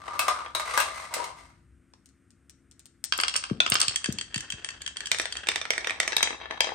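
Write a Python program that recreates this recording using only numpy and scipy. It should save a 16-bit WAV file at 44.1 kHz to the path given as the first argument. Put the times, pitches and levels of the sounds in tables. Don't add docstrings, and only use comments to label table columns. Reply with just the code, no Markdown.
import sys
import numpy as np
from scipy import signal
from scipy.fft import rfft, irfft, next_fast_len
from scipy.io import wavfile

SR = 44100
rng = np.random.default_rng(int(sys.argv[2]) if len(sys.argv) > 2 else 0)


def bounce(signal):
    frames = np.transpose(np.atleast_2d(signal))
    limited = np.clip(frames, -1, 1)
    pcm = np.round(limited * 32767).astype(np.int16)
    wavfile.write(sys.argv[1], SR, pcm)


N = 297234
KNOCK_SIZE = 4096
TIME = np.arange(N) / SR
KNOCK_TIME = TIME[:KNOCK_SIZE]
KNOCK_HZ = np.fft.rfftfreq(KNOCK_SIZE, 1 / SR) + 1
TILT_FROM_HZ, THICK_TILT_FROM_HZ = 520, 1450


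def from_db(db):
    return 10 ** (np.asarray(db) / 20)

def unit_rms(x):
    return x / np.sqrt(np.mean(x ** 2) + 1e-20)

def unit_energy(x):
    return x / np.sqrt(np.mean(np.sum(x ** 2, axis=-1)) + 1e-20)

def decay(t, t60):
    return np.exp(-np.log(1000) * t / t60)

def at_hz(points, hz):
    frequencies, values = np.array(points).T
    return np.interp(np.log(hz), np.log(frequencies), values)

def band_noise(edges_hz, shape):
    band = signal.butter(2, edges_hz, "band", fs=SR, output="sos")
    return signal.sosfilt(band, rng.standard_normal(shape))

def add(track, s, sound):
    start = max(round(s * SR), 0)
    track[:, start:start + sound.shape[-1]] += sound[..., :N - start]

def panned(x, db):
    return x * from_db(db * np.array([[.5], [-.5]]))

def coloured(x, points):
    size = next_fast_len(N + KNOCK_SIZE)
    gain = from_db(at_hz(points, np.fft.rfftfreq(size, 1 / SR) + 1))
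    return irfft(rfft(x, size) * gain, size)[..., :N]


BODY_HZ = [450, 1000, 2500, 6000, 8300, 10500, 16000]

def modal_response(body, modes, hardness, top_db, tilt_from_hz, min_width_hz=55, bass_cut_hz=320):
    power = from_db(at_hz(list(zip(BODY_HZ, body)), KNOCK_HZ)) ** 2
    skirt = 1 + (KNOCK_HZ / 9000) ** 12
    for hz, width, db in modes:
        detuning = 2 * (KNOCK_HZ - hz * rng.normal(1, .008)) / max(width, min_width_hz)
        power += from_db(rng.normal(db, 2.5)) ** 2 / (1 + detuning ** 2) / skirt
    power /= 1 + (bass_cut_hz / KNOCK_HZ) ** 5
    octaves = np.log2(np.clip(KNOCK_HZ, tilt_from_hz, 12000) / 3000)
    shelf_db = np.interp(KNOCK_HZ, [9000, 12500], [0, top_db])
    magnitude = np.sqrt(power) * from_db(hardness * octaves + shelf_db)
    cepstrum = irfft(np.log(magnitude))
    return np.exp(2 * rfft(cepstrum[:KNOCK_SIZE // 2], KNOCK_SIZE) - cepstrum[0])

def knocks(rows, body, modes, scatter_t60, lag_ms, apart_db, top_dropout=.27, tilt_from_hz=TILT_FROM_HZ):
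    out = np.zeros((2, N))
    burst = (1 - np.exp(-KNOCK_TIME / .0003)) * decay(KNOCK_TIME, scatter_t60)
    lag_samples = np.array([[0], [round(lag_ms * SR / 1000)]])
    delay = np.exp(-2j * np.pi * KNOCK_HZ * lag_samples / SR)
    common_paths = from_db(-8) * rng.standard_normal((3, KNOCK_SIZE))
    loudest_db = max(row[1] for row in rows)
    for s, db, hardness, *spot_hz in rows:
        paths = common_paths + rng.standard_normal((3, KNOCK_SIZE))
        both_sides, *each_side = rfft(unit_energy(paths * burst))
        excitation = both_sides * delay + from_db(apart_db) * np.array(each_side)
        top_db = top_dropout * (db - loudest_db + 3.4 * min(hardness - 2, 0)) + rng.uniform(-4, 4)
        spot_modes = [(hz, 99, 1) for hz in spot_hz]
        response = modal_response(body, modes + spot_modes, hardness, top_db, tilt_from_hz)
        knock = unit_energy(irfft(excitation * response))
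        add(out, s, from_db(db) * np.sqrt(.012 * SR) * knock)
    return out

def bounces(s, db, flight_s, restitution, loss_db, hardness=0, duller_db=0, count=2):
    rows = []
    for k in range(count):
        rows.append((s, db - loss_db * k, hardness - duller_db * k))
        s += flight_s * restitution ** k
    return rows

def roll_envelope(runs, rise_db_per_s=0, attack_s=.026, release_db_per_s=123):
    level = 0
    for start, end, db in runs:
        swell_db = rise_db_per_s * (np.clip(TIME, start, end) - start)
        release_db = release_db_per_s * np.maximum(TIME - end, 0)
        onset = np.clip(1 + (TIME - start) / attack_s, 0, 1)
        level = np.maximum(level, from_db(db + swell_db - release_db) * onset)
    return level

def rolling(level, body, modes, hardness, bumps_per_s, bump_t60, tilt_from_hz=TILT_FROM_HZ):
    bumps = (rng.random(N) < bumps_per_s / SR) * rng.uniform(.2, 1, N)
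    pressure = signal.lfilter([1], [1, -decay(1 / SR, bump_t60)], bumps + 1e-18)
    scuffs = pressure * (rng.standard_normal(N) + rng.standard_normal((2, N)))
    ring = irfft(modal_response(body, modes, hardness, top_db=-11.5, tilt_from_hz=tilt_from_hz))
    return unit_rms(signal.oaconvolve(scuffs, ring[None], axes=1)[:, :N]) * level

def coherent_noise(spectrum, side_db):
    noise = rng.standard_normal(N) + from_db(side_db) * rng.standard_normal((2, N))
    return unit_rms(coloured(noise, spectrum))


# f/Hz, relative density/dB
AIR_SPECTRUM = [(22, -27.5), (62, -3), (280, -9.5), (500, -25.5), (950, -34.5), (1350, -22), (2200, -28),
                (4200, -43.5), (8700, -38), (16000, -67.5)]
# f/Hz, level/dB
HUM_PARTIALS = [(68, -71.5), (271, -71.5), (339, -74.5)]

def air_and_hum():
    hum = sum(from_db(db) * np.sqrt(2) * np.sin(2 * np.pi * (hz * TIME + rng.random()))
              for hz, db in HUM_PARTIALS)
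    return from_db(-63.5) * coherent_noise(AIR_SPECTRUM, side_db=-13) + hum


# start/s, end/s, level/dB
RUMBLE_RUNS = [(0, 1.78, -59.5), (3.1, 8, -59)]
# f/Hz, relative density/dB
RUMBLE_SPECTRUM = [(22, -31.5), (66, 2), (85, -4.5), (200, -17), (1500, -88.5)]

def floor_rumble():
    return coherent_noise(RUMBLE_SPECTRUM, side_db=-14) * roll_envelope(RUMBLE_RUNS)


BOARD_BODY = [-24, -5.5, -12, -15.5, -18.5, -24, -22]
# f/Hz, width/Hz, gain/dB
BOARD_MODES = [(647, 88, -2), (1005, 150, 0.5), (1215, 100, 0), (1583, 37, -4), (2110, 140, -1),
               (2740, 38, -8), (3994, 130, -11)]
# start/s, end/s, initial level/dB, hollow note f/Hz
BOARD_RUNS = [(-0.02, 0.061, -45, 1194), (0.084, 0.384, -39.5, 1200), (0.607, 0.862, -41.5, 1100),
              (1.126, 1.234, -37.5, 990)]
# t/s, level/dB, hardness/(dB/octave), struck spot f/Hz
BOARD_KNOCKS = [(0.1921, -20, 1.5, 2610), (0.2814, -18, -0.5, 1030), (0.5493, -24, 1, 3880),
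                (0.5964, -26.5, 0, 1140), (0.775, -17.5, 1, 1620), (0.8007, -22, 2, 2730),
                (1.1391, -27, 4, 1390), (1.1657, -34, -4.5, 485), (1.2403, -33.5, 2, 2110)]
# start/s, end/s, level/dB
BOARD_SKIDS = [(0.674, 0.69, -32.5), (0.748, 0.775, -29.5), (0.957, 0.97, -37.5), (1.374, 1.39, -50)]

def far_board():
    out = knocks(BOARD_KNOCKS, BOARD_BODY, BOARD_MODES,
                 scatter_t60=.049, lag_ms=0, apart_db=3.5, top_dropout=.69)
    for *run, hollow_hz in BOARD_RUNS:
        modes = BOARD_MODES + [(hollow_hz, 130, 5)]
        out += rolling(roll_envelope([run], rise_db_per_s=9), BOARD_BODY, modes,
                       hardness=-2.05, bumps_per_s=270, bump_t60=.019)
    return out + rolling(roll_envelope(BOARD_SKIDS), BOARD_BODY, BOARD_MODES,
                         hardness=.17, bumps_per_s=520, bump_t60=.023)


GLASS_BODY = [-26, -11, -6, 8.5, 4.5, -12.5, -12]
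# t/s, level/dB, hardness/(dB/octave)
GLASS_KNOCKS = [(1.936, -54, -11), (3.1771, -35, 14), (3.2105, -33, 10), (3.6999, -26.5, 19.5),
                (3.7413, -28.5, 13), (3.8015, -24.5, -1), (4.1245, -36, 0.5)]

def glass_clicks():
    return knocks(GLASS_KNOCKS, GLASS_BODY, [], scatter_t60=.019, lag_ms=.1, apart_db=4, top_dropout=0)


PALM_BODY = [-28, -22.5, -12, -4.5, -1, -12, -9.5]
# t/s, level/dB
PALM_CLICKS = [(2.058, -59), (2.089, -66.5), (2.305, -64.5), (2.496, -53), (2.712, -57.5), (2.794, -54),
               (2.8562, -53), (3.0403, -32)]

def palm_chatter():
    rows, firmest_db = [], max(db for s, db in PALM_CLICKS)
    for s, db in PALM_CLICKS:
        hardness = -1 - .058 * (firmest_db - db)
        rows += bounces(s, db, flight_s=.0066, restitution=.9, loss_db=6, hardness=hardness, count=3)
    return knocks(rows, PALM_BODY, [], scatter_t60=.014, lag_ms=0, apart_db=.5, top_dropout=.22)


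TRAY_BODY = [-70, -40, -8, -16.5, -16, -56, -63]
# f/Hz, width/Hz, gain/dB
TRAY_MODES = [(1246, 148, -0.5), (1560, 200, -3.5), (2110, 200, -7), (2820, 210, 0), (4555, 170, -2),
              (3217, 80, 2.5), (5274, 145, -3)]
# t/s, level/dB, hardness/(dB/octave)
TRAY_KNOCKS = [(3.1232, -19.5, -1), (3.188, -26.5, -5), (3.2003, -22.5, -1), (3.2348, -20, -1.5),
               (3.2813, -23.5, 3), (3.3395, -29.5, 3.5), (3.3561, -27.5, -4), (3.362, -23, 12),
               (3.4381, -30, 0), (3.498, -38, -3.5), (3.6629, -22.5, -2.5), (3.7198, -18.5, -1.5),
               (3.754, -19.5, -0.5), (3.8148, -18.5, 7.5), (3.8814, -21.5, 5)]
# start/s, end/s, initial level/dB
TRAY_RUNS = [(3.15, 3.4, -44.5), (3.73, 3.8, -30)]

def tray_tumble():
    rows = []
    for s, db, hardness in TRAY_KNOCKS:
        flight_s = .013 * rng.uniform(.93, 1)
        rows += bounces(s, db, flight_s, restitution=1, loss_db=11, hardness=hardness)
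    hits = knocks(rows, TRAY_BODY, TRAY_MODES, scatter_t60=.017, lag_ms=.43, apart_db=2.5)
    return hits + rolling(roll_envelope(TRAY_RUNS, rise_db_per_s=12), TRAY_BODY, TRAY_MODES,
                          hardness=-3, bumps_per_s=180, bump_t60=.0048)


# t/s, peak before the rug's damping/dB, first flight/s, restitution
RUG_DROPS = [(3.5101, -17.5, .204, .8), (4.086, -19, .273, .634)]

def rug_thuds(start_hz=740, glide_s=.0027, swell_s=.0062, rug_cut_hz=560):
    out, t = np.zeros((2, N)), TIME[:SR // 2]
    hardest_db = max(row[1] for row in RUG_DROPS)
    ring_envelope = from_db(-20) * (1 - np.exp(-t / swell_s)) * decay(t, .52)
    for drop in RUG_DROPS:
        for s, db, _ in bounces(*drop, loss_db=9.5, count=3):
            pace = 2 ** ((db - hardest_db) / 25.5)
            age = t * pace
            hz = start_hz * pace / (1 + age / glide_s)
            pulse = age / swell_s * np.exp(.5 - .5 * (age / swell_s) ** 2)
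            knock = pulse * np.sin(2 * np.pi * np.cumsum(hz) / SR)
            boards = unit_rms(band_noise((62, 300), len(t))) * ring_envelope
            add(out, s, from_db(db) * (knock + boards))
    return signal.sosfilt(signal.butter(2, rug_cut_hz, fs=SR, output="sos"), out)


RAMP_BODY = [-18.5, -50.5, -26, -16.5, -19, -61, -71]
# f/Hz, width/Hz, gain/dB
RAMP_MODES = [(1720, 290, 0.5), (2700, 140, -3), (3190, 115, 3.5), (4610, 72, -4)]
# start/s, end/s, initial level/dB
RAMP_RUNS = [(3.6, 5.53, -54)]
# t/s, level/dB, hardness/(dB/octave), follower's delay/s
RAMP_SWINGS = [(4.0426, -26.5, 3.5, 0.016), (4.1853, -29, 4.5, 0.026), (4.3432, -28, 4, 0.016),
               (4.502, -30, 6, 0.02), (4.6452, -31, 2.5, 0.043), (4.8625, -30.5, 5.5, 0.014),
               (4.9689, -31.5, 5, .0365), (5.057, -32.5, 6.5, 0.013), (5.3236, -30.5, 6.5, 0.045)]
# t/s, level/dB
RAMP_TAPS = [(3.9588, -22.5), (4.3783, -33), (4.4061, -35), (4.7047, -39.5), (4.818, -37)]

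def scalloped_ramp(tap_hardness=7.5):
    rows = []
    for s, db, hardness, delay_s in RAMP_SWINGS:
        rows += [(s, db, hardness), (s + delay_s, db - 1, hardness - 1)]
    rows += [(s, db, tap_hardness) for s, db in RAMP_TAPS]
    hits = knocks(rows, RAMP_BODY, RAMP_MODES, scatter_t60=.019, lag_ms=.1, apart_db=1)
    return hits + rolling(roll_envelope(RAMP_RUNS, rise_db_per_s=5), RAMP_BODY, RAMP_MODES,
                          hardness=-3.55, bumps_per_s=140, bump_t60=.052)


POST_BODY = [-41, -23.5, -27, -22, -26, -51, -47]
# f/Hz, width/Hz, gain/dB
POST_MODES = [(660, 110, -14.5), (1430, 33, -3.5), (2510, 260, -11), (3490, 140, -0.5), (4010, 210, -13.5),
              (6100, 64, -6)]
# t/s, level/dB, hardness/(dB/octave)
POST_KNOCKS = [(3.6025, -13.5, -2)]

def post_knock():
    return knocks(POST_KNOCKS, POST_BODY, POST_MODES, scatter_t60=.019, lag_ms=.5, apart_db=1.5)


BEND_BODY = [-8, -10.5, -7.5, -12.5, -19.5, -29.5, -38]
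# f/Hz, width/Hz, gain/dB
BEND_MODES = [(1956, 360, 3), (2380, 140, 1.5), (3060, 63, -8), (3630, 89, 1), (5740, 50, -2.5),
              (8120, 130, -8.5)]
# t/s, level/dB, first flight/s, restitution
BEND_DROPS = [(5.1157, -18.5, 0.082, 0.7), (5.487, -19, 0.071, 0.79), (5.705, -19.5, .074, .89),
              (6.0008, -19, 0.0765, 0.57)]
# t/s, level/dB, hardness/(dB/octave)
BEND_TAPS = [(5.1852, -31, 5), (5.2165, -39, 10), (5.3535, -39, -2), (5.4702, -30.5, 0), (5.5795, -37, 2.5),
             (5.6532, -31.5, -3), (5.8714, -25, 0.5), (5.8957, -26, -1), (5.9065, -27.5, -0.5)]

def bend_bounces():
    rows = list(BEND_TAPS)
    for drop in BEND_DROPS:
        s, db = drop[:2]
        rows += bounces(*drop, loss_db=5, hardness=1.5, duller_db=1.5, count=3)
        rows.append((s + .0297, db - 12, -.1))
    return knocks(rows, BEND_BODY, BEND_MODES,
                  scatter_t60=.015, lag_ms=.04, apart_db=.5, tilt_from_hz=THICK_TILT_FROM_HZ)


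GROOVE_BODY = [-9.5, -5, -35, -24.5, -33.5, -42, -52]
# f/Hz, width/Hz, gain/dB
GROOVE_MODES = [(1745, 99, 0.5), (2150, 380, -3), (2670, 47, -1.5), (3220, 95, -0.5), (3810, 92, -0.5),
                (4074, 54, -8.5), (4936, 92, -7.5), (6000, 120, -10)]
# start/s, end/s, initial level/dB
GROOVE_RUNS = [(5.75, 6.28, -44), (6.39, 6.74, -43)]
# t/s, level/dB, hardness/(dB/octave), first flight/s
GROOVE_CLASHES = [(6.166, -17.5, 6.5, 0.04), (6.2281, -16.5, 7, 0.045), (6.5087, -29.5, -2, .015),
                  (6.6054, -16.5, 4.5, 0.038)]
# t/s, level/dB,
# hardness/(dB/octave)
GROOVE_TAPS = [(0.08, -39.5, -5.5), (0.4605, -38, -4), (6.1295, -29, 0.5), (6.1812, -29, 6.5),
               (6.456, -37, -6), (6.719, -33, -27)]

def winding_groove(restitution=.715):
    rows = []
    for s, db, hardness, flight_s in GROOVE_CLASHES:
        rows.append((s, db, hardness))
        rows += bounces(s + flight_s, db - 10, flight_s * restitution, restitution,
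                        loss_db=4.5, hardness=-1.5, duller_db=2.2, count=4)
    hits = knocks(rows + GROOVE_TAPS, GROOVE_BODY, GROOVE_MODES,
                  scatter_t60=.019, lag_ms=.1, apart_db=2.5, tilt_from_hz=THICK_TILT_FROM_HZ)
    return hits + rolling(roll_envelope(GROOVE_RUNS, rise_db_per_s=-3), GROOVE_BODY, GROOVE_MODES,
                          hardness=-6.5, bumps_per_s=240, bump_t60=.0079, tilt_from_hz=THICK_TILT_FROM_HZ)


# f/Hz, T60/s
ROOM_T60 = [(120, 0.055), (800, 0.28), (2500, 0.25), (6000, 0.37), (14000, 0.073)]

def room(x, first_s=.0027, build_s=.0013, coherent_below_hz=800):
    t = TIME[:SR * 2 // 3]
    edges, tail = np.geomspace(50, 17000, 12), 0
    for low, high in zip(edges, edges[1:]):
        hz = np.sqrt(low * high)
        mid, side = band_noise([low, high], (2, len(t)))
        coherence = 1 / (1 + (hz / coherent_below_hz) ** 2)
        band = np.sqrt(1 + coherence) * mid + np.sqrt(1 - coherence) * side * [[1], [-1]]
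        tail = tail + band * decay(t, at_hz(ROOM_T60, hz))
    tail *= 1 - np.exp(-np.maximum(t - first_s, 0) / build_s)
    return signal.oaconvolve(x, unit_energy(tail), axes=1)[:, :N]

def scene():
    ambience = air_and_hum() + floor_rumble()
    board = far_board()
    glass = glass_clicks() + panned(palm_chatter(), 6)
    tray = tray_tumble() + post_knock()
    rug = rug_thuds()
    ramp = scalloped_ramp()
    bend = bend_bounces()
    groove = winding_groove()
    echoes = room(from_db(-9.5) * tray + from_db(-10) * (ramp + glass) + from_db(-10.5) * rug)
    echoes += room(from_db(-7.5) * (bend + groove))
    echoes = coloured(echoes, [(8500, -.5), (11000, -23)])
    far = board + room(from_db(-3.5) * board)
    near = glass + panned(tray, -2.5) + rug + ramp + panned(bend, -3) + groove
    return ambience + far + near + echoes


# f/Hz, left minus right level/dB
BALANCE_DB = [(100, 3.5), (500, 7.5), (1200, 3.15), (2500, 0.5), (5000, 4), (12000, 1)]
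# f/Hz, gain/dB
PORT_COLOUR = [(10400, -1), (11600, 7.5), (13000, -1.5), (16000, -6)]

def record(dry, port_hz=8660, port_width_hz=380, port_db=12, cutoff_hz=16100):
    left = coloured(dry[0], [(hz, db / 2) for hz, db in BALANCE_DB])
    right = coloured(dry[1], [(hz, -db / 2) for hz, db in BALANCE_DB])
    resonance = signal.iirpeak(port_hz, port_hz / port_width_hz, fs=SR)
    right += from_db(port_db) * signal.lfilter(*resonance, right)
    ports = coloured(np.array([left, right]), PORT_COLOUR)
    return signal.sosfilt(signal.ellip(10, .5, 70, cutoff_hz, fs=SR, output="sos"), ports)


dry = scene()
out = record(dry)
bounce(out)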